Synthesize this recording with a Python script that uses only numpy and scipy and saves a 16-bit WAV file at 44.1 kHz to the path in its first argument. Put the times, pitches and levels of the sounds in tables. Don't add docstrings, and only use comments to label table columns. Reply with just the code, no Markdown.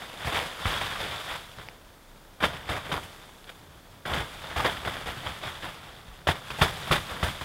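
import sys
import numpy as np
from scipy import signal
from scipy.fft import rfft, irfft
from scipy.io import wavfile

SR = 44100
rng = np.random.default_rng(int(sys.argv[2]) if len(sys.argv) > 2 else 0)


def rack_gain(trim_db):
    fader = np.asarray(trim_db, float)
    return 10 ** (fader / 20)


def transcribe(u):
    v = np.clip(np.atleast_2d(u).T, -1, 1)
    q = np.round(v * 32767).astype(np.int16)
    wavfile.write(sys.argv[1], SR, q)


N = 328518


def rms_one(x):
    return x / np.sqrt(np.mean(x ** 2) + 1e-20)


def colour(x, spectrum):
    size = 8192
    hz, db = np.transpose(spectrum)
    bins_hz = np.arange(size // 2 + 1) * SR / size
    log_gain = np.log(rack_gain(np.interp(np.log(bins_hz + 1), np.log(hz), db)))
    cepstrum = irfft(log_gain)
    cepstrum[1:size // 2] *= 2
    cepstrum[size // 2 + 1:] = 0
    return signal.fftconvolve(x, irfft(np.exp(rfft(cepstrum))))[:N]


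def drift(rate_hz):
    r = np.exp(-2 * np.pi * rate_hz / SR)
    wander = signal.lfilter([1], [1, -2 * r, r * r], rng.standard_normal(N + SR))
    return rms_one(wander[SR:])


def lag(power, seconds):
    hold = np.exp(-1 / (seconds * SR))
    return signal.lfilter([1 - hold], [1, -hold], power)


def add(track, s, sound):
    i = max(round(s * SR), 0)
    track[..., i:i + sound.shape[-1]] += sound[..., :N - i]


def grains(per_s, spread_db, smooth):
    sizes = rack_gain(spread_db * np.minimum(rng.exponential(1, N), 4.0)) * rng.choice([-1, 1], N)
    snaps = rms_one(sizes * (rng.random(N) < per_s / SR))
    return np.sqrt(1 - smooth) * snaps + np.sqrt(smooth) * rng.standard_normal(N)


def crumbs(per_s, spread_db, cycles):
    patches = 14
    hits = grains(per_s, spread_db, smooth=0)
    dealt = rng.integers(0, patches, N)
    out = np.zeros(N)
    for k, hz in enumerate(np.geomspace(500, 4500, patches)):
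        r, w = np.exp(-hz / cycles / SR), 2 * np.pi * hz / SR
        ring = signal.lfilter([1], [1, -2 * r * np.cos(w), r * r], hits * (dealt == k) + 1e-18)
        out += rms_one(ring) * np.sqrt(hz)
    return rms_one(out)


def three_bands(x):
    dull_hz, powder_hz = 650, 5150
    dull = signal.sosfilt(signal.butter(1, dull_hz, fs=SR, output="sos"), x)
    below = signal.sosfiltfilt(signal.butter(3, powder_hz, fs=SR, output="sos"), x)
    return np.array([dull, below - dull, x - below])


# start in seconds, extra rumble in dB, extra powder in dB.
FLURRIES = [(0, -4, 0), (0.65, -1, -.5), (1.2, -7, .5), (1.4, -0.5, 1), (1.7, -2.5, -1), (2.39, 2.5, -1.5),
            (2.88, 4, 3), (3.06, -1.5, 1.5), (3.6, 4.5, -1), (4.04, 1.5, 0), (4.88, 1.5, 0.5), (5.3, 0, 0),
            (5.75, 1.5, -2), (6.26, 3, -0.5), (6.58, 4.5, 3), (6.75, 4, 1.5)]


def flurry_db():
    start_s, rumble_db, powder_db = np.transpose(FLURRIES)
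    now = np.searchsorted(start_s, np.arange(N) / SR, side="right") - 1
    now = np.clip(now, 0, None)
    return rumble_db[now], powder_db[now]


# start in seconds, loudest rms in dB, dying time in seconds, dull share below 650 Hz in dB.
SLAPS = [(0.0184, -38.5, 0.025, -75), (0.245, -29, 0.037, -4), (0.2658, -31.5, 0.093, 3.5),
         (0.3207, -31.5, 0.083, 5), (0.346, -27, 0.042, -2), (0.411, -33, 0.048, -4),
         (0.4574, -32.5, 0.015, -10), (0.654, -26.5, 0.045, -1), (0.8097, -30, 0.029, 4.5),
         (1.0006, -33.5, 0.065, 5), (2.4018, -35, 0.14, 5), (2.4251, -26.5, 0.0066, 8),
         (2.532, -38.5, 0.037, 2.5), (2.689, -28.5, 0.064, 5.5), (2.7643, -33, 0.011, 2.5),
         (2.8906, -42, 0.047, 13), (3.4915, -40.5, 0.012, -15), (4.052, -33.5, 0.11, 5),
         (4.1331, -29, 0.048, 6), (4.5587, -29.5, 0.13, 4.5), (4.6963, -34, 0.052, -12),
         (4.848, -34, 0.11, 4.5), (5.058, -35, 0.051, 2.5), (6.2702, -22.5, 0.015, -17),
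         (6.5002, -36, 0.039, -20), (6.586, -35.5, 0.021, 8), (6.8696, -35.5, 0.033, 1.5),
         (6.9096, -22.5, 0.029, 4.5), (7.2274, -24.5, 0.037, -1), (7.41, -35, 0.024, 2.5)]
FLAPS = [(0.706, -32, 0.035, -8), (1.2752, -34, 0.052, -17), (1.576, -45, 0.076, 0),
         (2.4341, -19, 0.016, 1), (2.665, -40, 0.053, -5), (2.7233, -45, 0.012, 11), (2.914, -29, 0.018, 2),
         (2.94, -39.5, 0.027, 11), (3.4686, -48.5, 0.039, -1), (4.0931, -34, 0.05, 4),
         (4.1638, -31.5, 0.032, 3.5), (4.1941, -31.5, 0.021, -3), (4.4328, -40, 0.039, 5),
         (4.5956, -33.5, 0.0077, 13), (4.644, -23, 0.021, 6), (4.8716, -36, 0.0075, 16),
         (5.073, -33, 0.029, 3.5), (5.2322, -40.5, 0.067, 5), (5.2572, -31.5, 0.036, -3),
         (5.448, -32.5, 0.037, -9), (6.2836, -21, 0.019, 1), (6.6115, -16.5, 0.018, -1),
         (6.6321, -29, 0.05, 1.5), (6.9242, -21, 0.018, -17), (6.9514, -25, 0.022, -5),
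         (7.2647, -35, 0.037, -15), (0.37, -37, 0.03, -6), (1.035, -36.5, 0.018, 8),
         (4.7681, -39.5, 0.006, -2.5), (7.285, -35.5, 0.017, -12)]
HEAVES = [(0.13, -55, 0.014, 5), (0.34, -31, 0.034, -3), (0.59, -41, 0.039, -4), (1.11, -38.5, .03, 0),
          (0.2, -40, 0.04, -2), (1.3, -34, 0.032, -7), (1.335, -38, 0.014, -14), (2.955, -38, .015, 11),
          (2.84, -40.5, 0.027, -1), (3.02, -44.5, 0.021, -1), (3.21, -51.5, 0.03, -2),
          (6.34, -45, .02, 9.5), (6.81, -43, 0.045, 0), (7.19, -42, .015, 3), (4.49, -39.5, 0.042, -1),
          (4.61, -37, .02, 1), (4.95, -42, 0.051, -3), (5.15, -40.5, .04, -10), (5.33, -46, 0.033, -6),
          (5.42, -35, 0.036, -0.5), (5.54, -42.5, 0.021, -6), (5.62, -33.5, 0.036, -4),
          (5.855, -50, 0.029, 8), (6.4, -54, 0.044, 5), (6.7, -65, 0.025, 3), (7.08, -39.5, 0.063, 6.5),
          (7.36, -48, 0.044, 1.5)]


def slap_power():
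    t = np.arange(round(.4 * SR)) / SR
    power = np.zeros((3, N))
    # blows, swell in seconds, powder in dB
    for rows, swell_s, powder_db in ((SLAPS, 0.0014, 3), (FLAPS, 0.0051, -0.5), (HEAVES, 0.028, 0)):
        for s, db, dying_s, dull_db in rows:
            shape = (1 - np.exp(-t / swell_s)) * np.exp(-t / dying_s)
            blow_powder_db = powder_db - 0.04 * (db + 37)
            bands = rack_gain([[dull_db], [0], [blow_powder_db]])
            add(power, s, (bands * rack_gain(db) * shape / shape.max()) ** 2)
    power[2] *= rack_gain(flurry_db()[1]) ** 2
    return power


# frequency in Hz, level in dB per Hz.
SLAP_TONE = [(120, -22.5), (250, -4.5), (600, 1.5), (1500, 2), (2000, 0), (2700, -5.5), (3200, -1.5),
             (3550, 0.5), (3800, -8), (4150, -13), (4900, -12.5), (5900, -20.5), (10000, -20.5),
             (16000, -29)]


def slaps(power):
    crackle = grains(per_s=2800, spread_db=0.5, smooth=0.56) * rack_gain(1.5 * drift(88))
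    coarse = rack_gain(-11) * crumbs(per_s=900, spread_db=3.5, cycles=3)
    bands = three_bands(rms_one(colour(crackle + coarse, SLAP_TONE)))
    dull, middle, powder = power
    lagged = [dull, middle, lag(powder, 0.0053)]
    return np.sum(np.sqrt(lagged) * bands, axis=0)


# start in seconds, peak in dB, pitch in Hz.
BOOMS = [(0.2528, -29.5, 72.5), (0.2713, -25, 141), (0.335, -44, 69.5), (0.6532, -18.5, 97),
         (0.66, -30, 42), (1.006, -30, 99), (1.573, -43, 114), (2.4367, -16, 176), (2.6907, -25.2, 95),
         (2.9245, -22, 163), (4.116, -26, 77), (4.1739, -23, 141), (4.2, -32, 61.6), (4.5624, -27, 69.9),
         (4.6465, -34, 75), (4.86, -26.5, 104), (5.077, -32, 75), (5.271, -35, 64.5), (5.464, -33.5, 131),
         (5.6338, -44, 120), (6.08, -40, 50.4), (6.2748, -29, 88), (6.2866, -27, 90), (6.288, -23, 157),
         (6.6124, -11, 151), (6.617, -11.5, 77), (6.906, -15, 94), (6.914, -12, 149), (7.2293, -17.5, 83),
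         (7.285, -37, 91)]


def booms():
    t = np.arange(round(.5 * SR)) / SR
    out = np.zeros(N)
    for s, db, hz in BOOMS:
        cycles = 9.3 - 0.3 * (db + 25)
        t60 = np.clip(cycles / hz, .02, .6)
        turn = 2 * np.pi * hz * (t - 0.26 * t ** 2)
        decay = rack_gain(-60 * t / t60) * (1 - np.exp(-t / 0.003))
        modes = np.sin(turn) + 0.64 * np.sin(1.56 * turn) * decay
        add(out, s, -rack_gain(db + 3) * decay * modes)
    return out


# frequency in Hz, level in dB per Hz.
RUMBLE_TONE = [(12, -74), (20, -15), (81, -4), (119, -7.5), (152, -6), (248, -18), (400, -25.5), (520, -29),
               (880, -120)]


def cloth_rumble(rumble_db, power):
    ceiling_db = -26.5
    shaken = lag(power[1], 0.0038)
    blows = rack_gain(-8) ** 2 * shaken / (1 + shaken / rack_gain(ceiling_db) ** 2)
    level = np.sqrt(rack_gain(rumble_db) ** 2 + blows)
    return level * rms_one(colour(rng.standard_normal(N), RUMBLE_TONE))


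# time in seconds, hiss in dB.
LOAD = [(0.0, -44), (0.55, -41.5), (0.72, -31.5), (1.24, -38), (1.44, -47.5), (1.8, -57.5), (2.39, -60),
        (2.5, -53), (3.0, -46.5), (3.12, -50), (3.5, -57), (4.04, -58), (4.3, -44), (4.7, -43),
        (5.7, -45.5), (6.25, -55), (6.6, -39), (7.45, -43)]


def slide_db(power):
    s, db = np.transpose(LOAD)
    load_db = np.interp(np.arange(N) / SR, s, db)
    loosened = rack_gain(-17.5) ** 2 * lag(power[1], 0.054)
    return 10 * np.log10(rack_gain(load_db) ** 2 + loosened)


# frequency in Hz, level in dB per Hz.
SNOW_TONE = [(120, -34.5), (250, -12.5), (500, -6), (1200, -3), (1800, -5), (2700, -8.5), (3200, -5),
             (3550, -3), (3800, -8), (4150, -14), (4800, -13.5), (5800, -19.5), (10000, -20.5),
             (16000, -29)]


def sliding_snow(hiss_db, powder_db, dull_db):
    flicker = rack_gain(drift(24) + 0.4 * drift(130))
    patter = grains(per_s=4000, spread_db=3.5, smooth=0.71) * flicker
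    coarse = rack_gain(-12) * crumbs(per_s=600, spread_db=3.3, cycles=2.5)
    dull, middle, powder = three_bands(rms_one(colour(patter + coarse, SNOW_TONE)))
    return rack_gain(hiss_db) * (rack_gain(dull_db) * dull + middle + rack_gain(powder_db + 11) * powder)


# start in seconds, peak
# in dB, pitch in Hz.
LUMPS = [(.0201, -28, 1800), (.6556, -18, 1300), (1.5861, -28, 1500), (1.5982, -32, 1400),
         (1.6866, -25, 2300), (2.5063, -28, 1500), (2.5681, -29, 2500), (2.7889, -27, 1200),
         (2.919, -21, 3400), (2.9412, -17, 1100), (2.9785, -22, 1000), (3.443, -33, 3400),
         (3.4925, -33, 1600), (3.5002, -31, 1600), (4.1376, -16, 3200), (4.514, -28, 1500),
         (4.7706, -27, 2000), (4.8495, -28, 1400), (4.9678, -24, 1640), (5.013, -28, 1500),
         (6.2706, -14, 560), (6.2893, -13, 900), (6.292, -14, 700), (6.5043, -22, 1100),
         (6.5056, -23, 2600), (6.518, -27, 1500), (6.6225, -15, 750), (6.9127, -14, 1200),
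         (6.935, -15, 1400), (7.2873, -22, 1300),
         (.139, -34, 750), (1.6168, -33, 1500), (2.6568, -34, 2000), (3.0315, -33, 2500),
              (3.1624, -39, 1200), (3.2923, -40, 1050), (4.1634, -26, 3000), (4.8325, -28, 1200),
              (6.1598, -41, 1500), (6.1901, -40, 2000), (6.2735, -19, 520), (7.3786, -32, 1500)]
# ratio to the pitch, level in dB, dying time in cycles of the pitch.
LUMP_MODES = [
    (1, 0, 1.3),
    (.4, -11, 3),
    (2.1, -10, 1.2),
]


def lumps():
    t = np.arange(round(.02 * SR)) / SR
    out = np.zeros(N)
    for s, db, hz in LUMPS:
        tick = np.zeros(len(t))
        for ratio, mode_db, cycles in LUMP_MODES:
            tick += rack_gain(mode_db) * np.sin(2 * np.pi * ratio * hz * t) * np.exp(-t * hz / cycles)
        crumble = .1 * rng.standard_normal(len(t)) * np.exp(-t / .002)
        add(out, s, rack_gain(db + 2.2) * (tick + crumble))
    out = signal.sosfilt(signal.butter(2, 350, "high", fs=SR, output="sos"), out)
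    return signal.sosfilt(signal.butter(6, 5600, fs=SR, output="sos"), out)


# frequency in Hz, level in dB per Hz.
AIR_TONE = [(15, -21), (28, 5), (45, -7), (130, -12), (250, -13.5), (600, -16), (1200, -20.5), (2200, -29),
            (3000, -37), (3500, -35), (4200, -30), (8000, -34), (16000, -34.5)]


def air():
    return rack_gain(-52 + 0.15 * drift(1.2)) * rms_one(colour(rng.standard_normal(N), AIR_TONE))


def scene():
    power = slap_power()
    hiss_db = slide_db(power)
    heavier_db = hiss_db + 40
    powder_db = -11 - 0.22 * heavier_db
    dull_db = 0.17 - 0.28 * heavier_db
    rumble_db = -49.5 + 0.64 * heavier_db
    freer_db, finer_db = flurry_db()
    cloth = booms() + rack_gain(freer_db) * cloth_rumble(rumble_db, power)
    snow = slaps(power) + sliding_snow(hiss_db, powder_db + finer_db, dull_db) + lumps()
    return (cloth + snow + air())[None]


def low_pass(x):
    return signal.sosfilt(signal.butter(12, 16550, fs=SR, output="sos"), x)


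def record(dry):
    heard = signal.sosfilt(signal.butter(2, 27.2, "high", fs=SR, output="sos"), dry)
    cut = signal.sosfilt(signal.ellip(12, .3, 75, 15790, fs=SR, output="sos"), heard)
    return low_pass(cut)


dry = scene()
out = record(dry)
transcribe(out)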